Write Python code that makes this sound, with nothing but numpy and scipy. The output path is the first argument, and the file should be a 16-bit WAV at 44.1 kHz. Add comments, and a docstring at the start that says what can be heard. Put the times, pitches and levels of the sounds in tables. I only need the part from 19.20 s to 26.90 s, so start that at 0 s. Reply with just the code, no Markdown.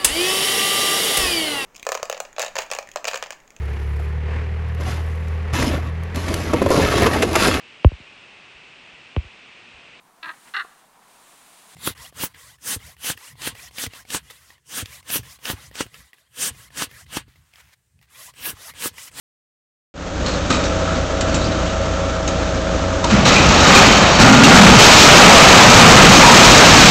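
"""A small, narrow-band microphone fades in on a demolition site, where an excavator's diesel throbs.
Its hydraulic pumps start to whine while a weakened steel and concrete frame cracks and creaks.
Near 4 s the legs give way; the frame groans as it topples, and loose steel clangs.
Floors thump down and rubble and shards crash in a long roar that drives the microphone far into clipping."""
import sys
import numpy as np
from scipy import signal
from scipy.fft import rfft, irfft, next_fast_len
from scipy.io import wavfile

SR = 44100
rng = np.random.default_rng(int(sys.argv[2]) if len(sys.argv) > 2 else 0)


def wrap_up_sound(samples):
    """Save the sound to the file named by the first command line argument, as 16-bit audio."""
    columns = np.atleast_2d(samples).T
    # keep every value between -1 and 1, then stretch to whole-number steps
    tamed = np.clip(columns, -1, 1)
    steps = np.round(tamed * 32767).astype(np.int16)
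    wavfile.write(sys.argv[1], SR, steps)


N = 339570

# the ring of the steel frame: pitch_hz, width_hz, level_db
FRAME_MODES = [(802, 53, 0.5), (960, 25, -10), (1207, 110, -4), (1400, 110, -2.5), (2487, 160, 4),
               (3070, 55, 2), (3800, 170, 4.5), (4370, 130, 0.5), (5500, 150, -3), (6520, 330, -5.5),
               (6930, 350, -13.5)]
# joints and beams snapping: start_s, level_db, t60_s, thud_relative_db, piece_pitch_hz
FRACTURES = [(1.061, -16.5, 0.39, -7, 4230), (1.302, -10.5, 0.34, 1, 1260), (1.439, -21, 0.32, -13, 5860),
             (2.009, -13.5, 0.075, -16, 7400), (2.144, -14, 0.14, 3.5, 7300), (3.077, -15, .11, -20, 6500),
             (3.843, -17.5, 0.091, -1, 940), (3.903, -15, 0.58, 5, 1400), (4.053, -9, 0.53, -25, 3960),
             (4.477, -6, .2, -9, 1220), (4.551, 3, 0.27, -19, 2430), (5, -3.5, .36, 3.5, 1400),
             (5.236, 3, 0.22, -15, 2770), (5.345, 5, 0.12, -6, 1425), (5.588, -1, .28, -9, 4420)]
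# the low weight of heavy slabs: frequency_hz, density_db
SLAB_SPECTRUM = [(15, -37.5), (30, -5.5), (55, -6.5), (80, -4.5), (120, -1.5), (200, 1), (280, -3),
                 (400, -11.5), (1000, -56)]


def collapse(slab_flow, rubble_flow, shard_flow):
    """Slabs rumble, rubble tumbles and shards spray; a rough ring near 1250 Hz colours the roar."""
    # the body of tumbling rubble: frequency_hz, density_db
    rubble_spectrum = [(120, -16), (330, -5.5), (450, -1.5), (580, 0), (900, -1), (1080, -2), (1250, -0.5),
                       (1450, -4), (2000, -6), (3200, -10.5), (8000, -49.5)]
    # the bright spray of small shards: frequency_hz, density_db
    shard_spectrum = [(800, -34), (1900, -14), (2450, -3), (3200, -7.5), (3900, -5), (5000, -8),
                      (6500, -7.5), (8000, -17.5)]
    slabs = colour(hail(rate=340, spread_db=-1.5, t60=0.16), SLAB_SPECTRUM)
    rubble = colour(hail(rate=800, spread_db=3.5, t60=0.22), rubble_spectrum)
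    shards = colour(hail(rate=620, spread_db=2.5, t60=0.11), shard_spectrum)
    slabs *= undb(0.32 * walk(11))
    rubble *= undb(1.33 + 0.33 * walk(14))
    mid_ring = undb(-12) * quaver(hz=1252.6, width=130)
    return slab_flow * slabs + rubble_flow * (rubble + mid_ring) + shard_flow * undb(-0.5) * shards


def debris():
    """Envelopes for slabs, rubble and shards: each part that gives way adds a surge of power."""
    # a first chunk drops, the legs burst, the floors and roof land, the wreck settles:
    # start_s, rise_s, level_db, t60_s, slab_relative_db, shard_relative_db
    surges = [(2.15, 0.11, -34.5, 1.0, 17.5, -4), (3.83, 0.1, -16, 3.7, 5, -4.5),
              (4.045, 0.021, -11, 7.4, -0.5, 0), (4.25, .33, -3.5, 2.33, -4.5, -3.5),
              (4.984, 0.017, -3, 3.9, -8, -6), (5.2, 0.19, 2, 3.3, -3, -3.5),
              (5.58, 0.017, 1.5, 4.3, -8, 2), (5.65, 0.32, 4, 11, -5.5, -5),
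              (6.4, 0.23, 3, 4.3, -0.5, -2.5), (6.7, 0.48, 0.5, 5.4, -4, 0.5), (7.42, 0.24, -9, 2.2, 7, 8)]
    power = np.zeros((3, N))
    for start, rise, db, t60, slab_db, shard_db in surges:
        power += np.outer(undb([db + slab_db, db, db + shard_db]) ** 2, swell(start, rise, t60) ** 2)
    return np.sqrt(power)


def thumps():
    """A landing mass pushes the ground into a few slow cycles."""
    # heavy masses hitting the ground: start_s, pitch_hz, level_db
    landings = [(4.261, 58.7, -4.5), (4.38, 63, -4), (5.465, 59, 2), (6.83, 48.6, 3), (7.27, 48.7, -0.5)]
    out = np.zeros(N)
    for start, hz, db in landings:
        t = np.maximum(np.arange(N) / SR - start, 0)
        envelope = (1 - np.exp(-t / 0.023)) * decay(t, t60=0.24)
        out += 2 * undb(db) * envelope * np.sin(2 * np.pi * hz * t)
    return out


def cracks():
    """Each fracture is a sharp snap and a dying burst of smaller ones, ringing frame and broken piece."""
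    snaps = hail(rate=860, spread_db=6.0, t60=0.049)
    steel = unit(ring(snaps, FRAME_MODES) + undb(11) * snaps)
    thud = colour(rng.standard_normal(N), SLAB_SPECTRUM)
    out, t = np.zeros(N), np.arange(SR // 2) / SR
    for start, db, t60, thud_db, piece_hz in FRACTURES:
        span = slice(int(start * SR), int(start * SR) + len(t))
        # a short crack is bright; each doubling of its length dulls it
        db_per_octave = -1 - 0.87 * np.log2(t60 / 0.093)
        burst = colour(steel[span], [(500, -2 * db_per_octave), (8000, 2 * db_per_octave), (12000, -30)])
        piece = ring(rng.standard_normal(len(t)), [(piece_hz, 0.044 * piece_hz, 0)])
        envelope = decay(t, t60) + 0.3 * np.exp(-t / 0.0021)
        out[span] += undb(db) * envelope * (burst + undb(thud_db) * thud[span] + undb(-5.5) * piece)
    return out


def groans():
    """Folding columns slip and shake a gliding resonance; floors drone below, steel screeches above."""
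    # columns buckling: start_s, length_s, start_pitch_hz, glide_hz_per_s, level_db
    buckles = [(4.991, 0.38, 226, 110.5, -4.5), (5.302, .275, 208, 15, 0), (6.547, .22, 195, 3, -4)]
    attack_s = 0.05
    out, t = np.zeros(N), np.arange(N) / SR
    screech = undb(-10) * quaver(hz=1423, width=60)
    for start, length, start_hz, glide, db in buckles:
        hz = start_hz + glide * np.clip(t - start, 0, length)
        bending = swell(start, attack_s, t60=0.12, hold=length - attack_s)
        column = quaver(hz, width=80)
        floors = undb(-6) * quaver(0.58 * hz, width=79)
        out += undb(db) * bending * (column + floors + screech)
    return out


def clangs():
    """A loose piece of steel rattles as it lands and rings with one rough note."""
    # pieces landing: start_s, level_db, pitch_hz, t60_s
    pieces = [(1.673, -20.5, 1300, 0.29), (2.213, -25.5, 3980, .25), (2.242, -25, 4700, .22),
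              (2.32, -24, 3870, 0.11), (2.458, -25, 2920, .25), (3.841, -8.5, 950, 0.086),
              (4.156, -8.5, 2480, .4), (6.13, 4, 622, .5), (7.01, 4, 937, 0.95)]
    out, t = np.zeros(N), np.arange(SR // 2) / SR
    for start, db, hz, t60 in pieces:
        span = slice(int(start * SR), int(start * SR) + len(t))
        rattle = rng.standard_normal(len(t))
        note = ring(rattle, [(hz, 0.075 * hz, 0)])
        out[span] += undb(db) * decay(t, t60) * (note + undb(-6) * rattle)
    return out


def creaks(rubble_flow):
    """Joints stick and slip after each crack and under falling rubble; each resonance wavers by itself."""
    tails = [undb(db - 19.5) * swell(start, rise=0.031, t60=3.4) for start, db, *_ in FRACTURES]
    after_cracks = np.sqrt(sum(tail ** 2 for tail in tails))
    under_rubble = undb(-13) * np.tanh(rubble_flow / undb(-5.5))  # levels off in the heaviest fall
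    slips = hail(rate=380, spread_db=0.5, t60=0.03)
    steel = sum(undb(db + 3 * walk(9)) * ring(slips, [(hz, width, 0)]) for hz, width, db in FRAME_MODES)
    return np.hypot(after_cracks, under_rubble) * unit(steel)


def excavator():
    """A governed six-cylinder diesel: exhaust tones, pump whine, and noise that throbs with the firings."""
    # exhaust tones, the third being the firing rate: shaft_multiple, level_db
    exhaust_tones = [(1, -32), (2, -23.5), (3, -25.5), (6, -29), (15, -38), (26, -38)]
    # the whine of the hydraulic pumps: pitch_hz, level_db
    pump_tones = [(549, -30.5), (645, -26), (1335, -35)]
    # fan and combustion noise: frequency_hz, density_db
    engine_spectrum = [(20, -17), (60, 4.5), (120, -2.5), (175, 0), (220, -3.5), (295, 2), (370, -6.5),
                       (460, -6.5), (540, 3.5), (680, -7.5), (1050, -10.5), (1280, -6), (2000, -16),
                       (3700, -18), (4800, -22.5), (6500, -20), (8200, -29.5)]
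    shaft_hz, pump_on_s, pump_rise_s = 29.58, 1.2, 0.3
    turn = phase(shaft_hz * (1 + 0.00326 * walk(6)))
    exhaust = sum(undb(db + 1.5 * walk(8.9)) * np.sin(multiple * turn + 2 * np.pi * rng.random())
                  for multiple, db in exhaust_tones)
    whine = sum(undb(db + 1.4 * walk(19)) * np.sin(phase(hz * (1 + 0.00367 * walk(18))))
                for hz, db in pump_tones)
    load = undb(0.5) * np.clip((np.arange(N) / SR - pump_on_s) / pump_rise_s, 0, 1)
    noise = colour(hail(rate=1400, spread_db=-1, t60=0.12), engine_spectrum)
    throb = 1 + 0.07 * np.cos(3 * turn)
    return np.sqrt(2) * (exhaust + load * whine) + undb(-17 + 0.5 * walk(7.64)) * throb * noise


def hail(rate, spread_db, t60):
    """Random blows of unequal size, rate a second, each a noise burst that dies in t60 seconds."""
    size = undb(spread_db * np.clip(rng.standard_normal(N), -2, 2))
    blows = (rng.random(N) < rate / SR) * size ** 2
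    power = signal.lfilter([1], [1, -decay(1 / SR, t60) ** 2], blows)
    return unit(np.sqrt(power) * rng.standard_normal(N))


def quaver(hz, width):
    """A rough note: a resonance about width Hz wide, shaken at random."""
    angle = phase(hz)
    return unit(walk(width) * np.cos(angle) + walk(width) * np.sin(angle))


def ring(x, modes):
    """Pass x through resonances (pitch_hz, width_hz, level_db), at unit rms."""
    return unit(sum(undb(db) * signal.lfilter(*signal.iirpeak(hz, hz / width, fs=SR), x)
                    for hz, width, db in modes))


def colour(x, points):
    """Equalise x along a curve of (frequency_hz, gain_db) points, at unit rms."""
    hz, db = np.transpose(points)
    size = next_fast_len(len(x))
    bins_hz = np.fft.rfftfreq(size, 1 / SR) + 1
    gain = undb(np.interp(np.log(bins_hz), np.log(hz), db))
    return unit(irfft(rfft(x, size) * gain, size)[:len(x)])


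def lowpass(x, hz, order):
    """A steep low-pass without delay."""
    return signal.sosfiltfilt(signal.butter(order, hz, fs=SR, output="sos"), x)


def swell(start, rise, t60, hold=0):
    """An envelope that rises evenly, holds and dies away; all times in seconds."""
    t = np.arange(N) / SR - start
    return np.clip(t / rise, 0, 1) * decay(np.clip(t - rise - hold, 0, 2 * t60), t60)


def decay(t, t60):
    """A tail that falls 60 dB in t60 seconds."""
    return undb(-60 * t / t60)


def walk(rate):
    """Smooth random wandering, rate steps a second, with a spread near 1."""
    points = signal.resample_poly(rng.standard_normal(2048), 8, 1)
    return np.interp(np.arange(N) / SR * rate, np.arange(len(points)) / 8, points)


def phase(hz):
    """The running angle of a steady or moving pitch, in radians."""
    return 2 * np.pi * np.cumsum(hz * np.ones(N)) / SR


def undb(db):
    """Decibels to gain."""
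    return 10 ** (np.asarray(db) / 20)


def unit(x):
    """Scale to an rms of 1."""
    return x / np.sqrt(np.mean(x ** 2) + 1e-18)


def scene():
    """The machine, the cracking frame and its fall, in mono."""
    slab_flow, rubble_flow, shard_flow = debris()
    frame = creaks(rubble_flow) + cracks() + clangs() + groans()
    return (excavator() + frame + thumps() + collapse(slab_flow, rubble_flow, shard_flow))[None]


def record(dry):
    """The narrow-band input fades in and clips; its band limit overshoots, and the output clips again."""
    opens_s, settle_s, opening_db = 0.7404, 0.18, -20
    band_hz, input_db, input_clip, output_clip = 8390, -4, 0.73, 0.71
    t = np.arange(N) / SR - opens_s
    fade = (t > 0) * (1 - (1 - undb(opening_db)) * np.exp(-np.maximum(t, 0) / settle_s))
    narrow = lowpass(dry * fade, band_hz, order=8) * undb(input_db)
    overloaded = np.clip(narrow, -input_clip, input_clip)
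    flattened = np.clip(lowpass(overloaded, band_hz, order=18), -output_clip, output_clip)
    return lowpass(flattened, hz=15700, order=40)


dry = scene()
out = record(dry)
wrap_up_sound(out)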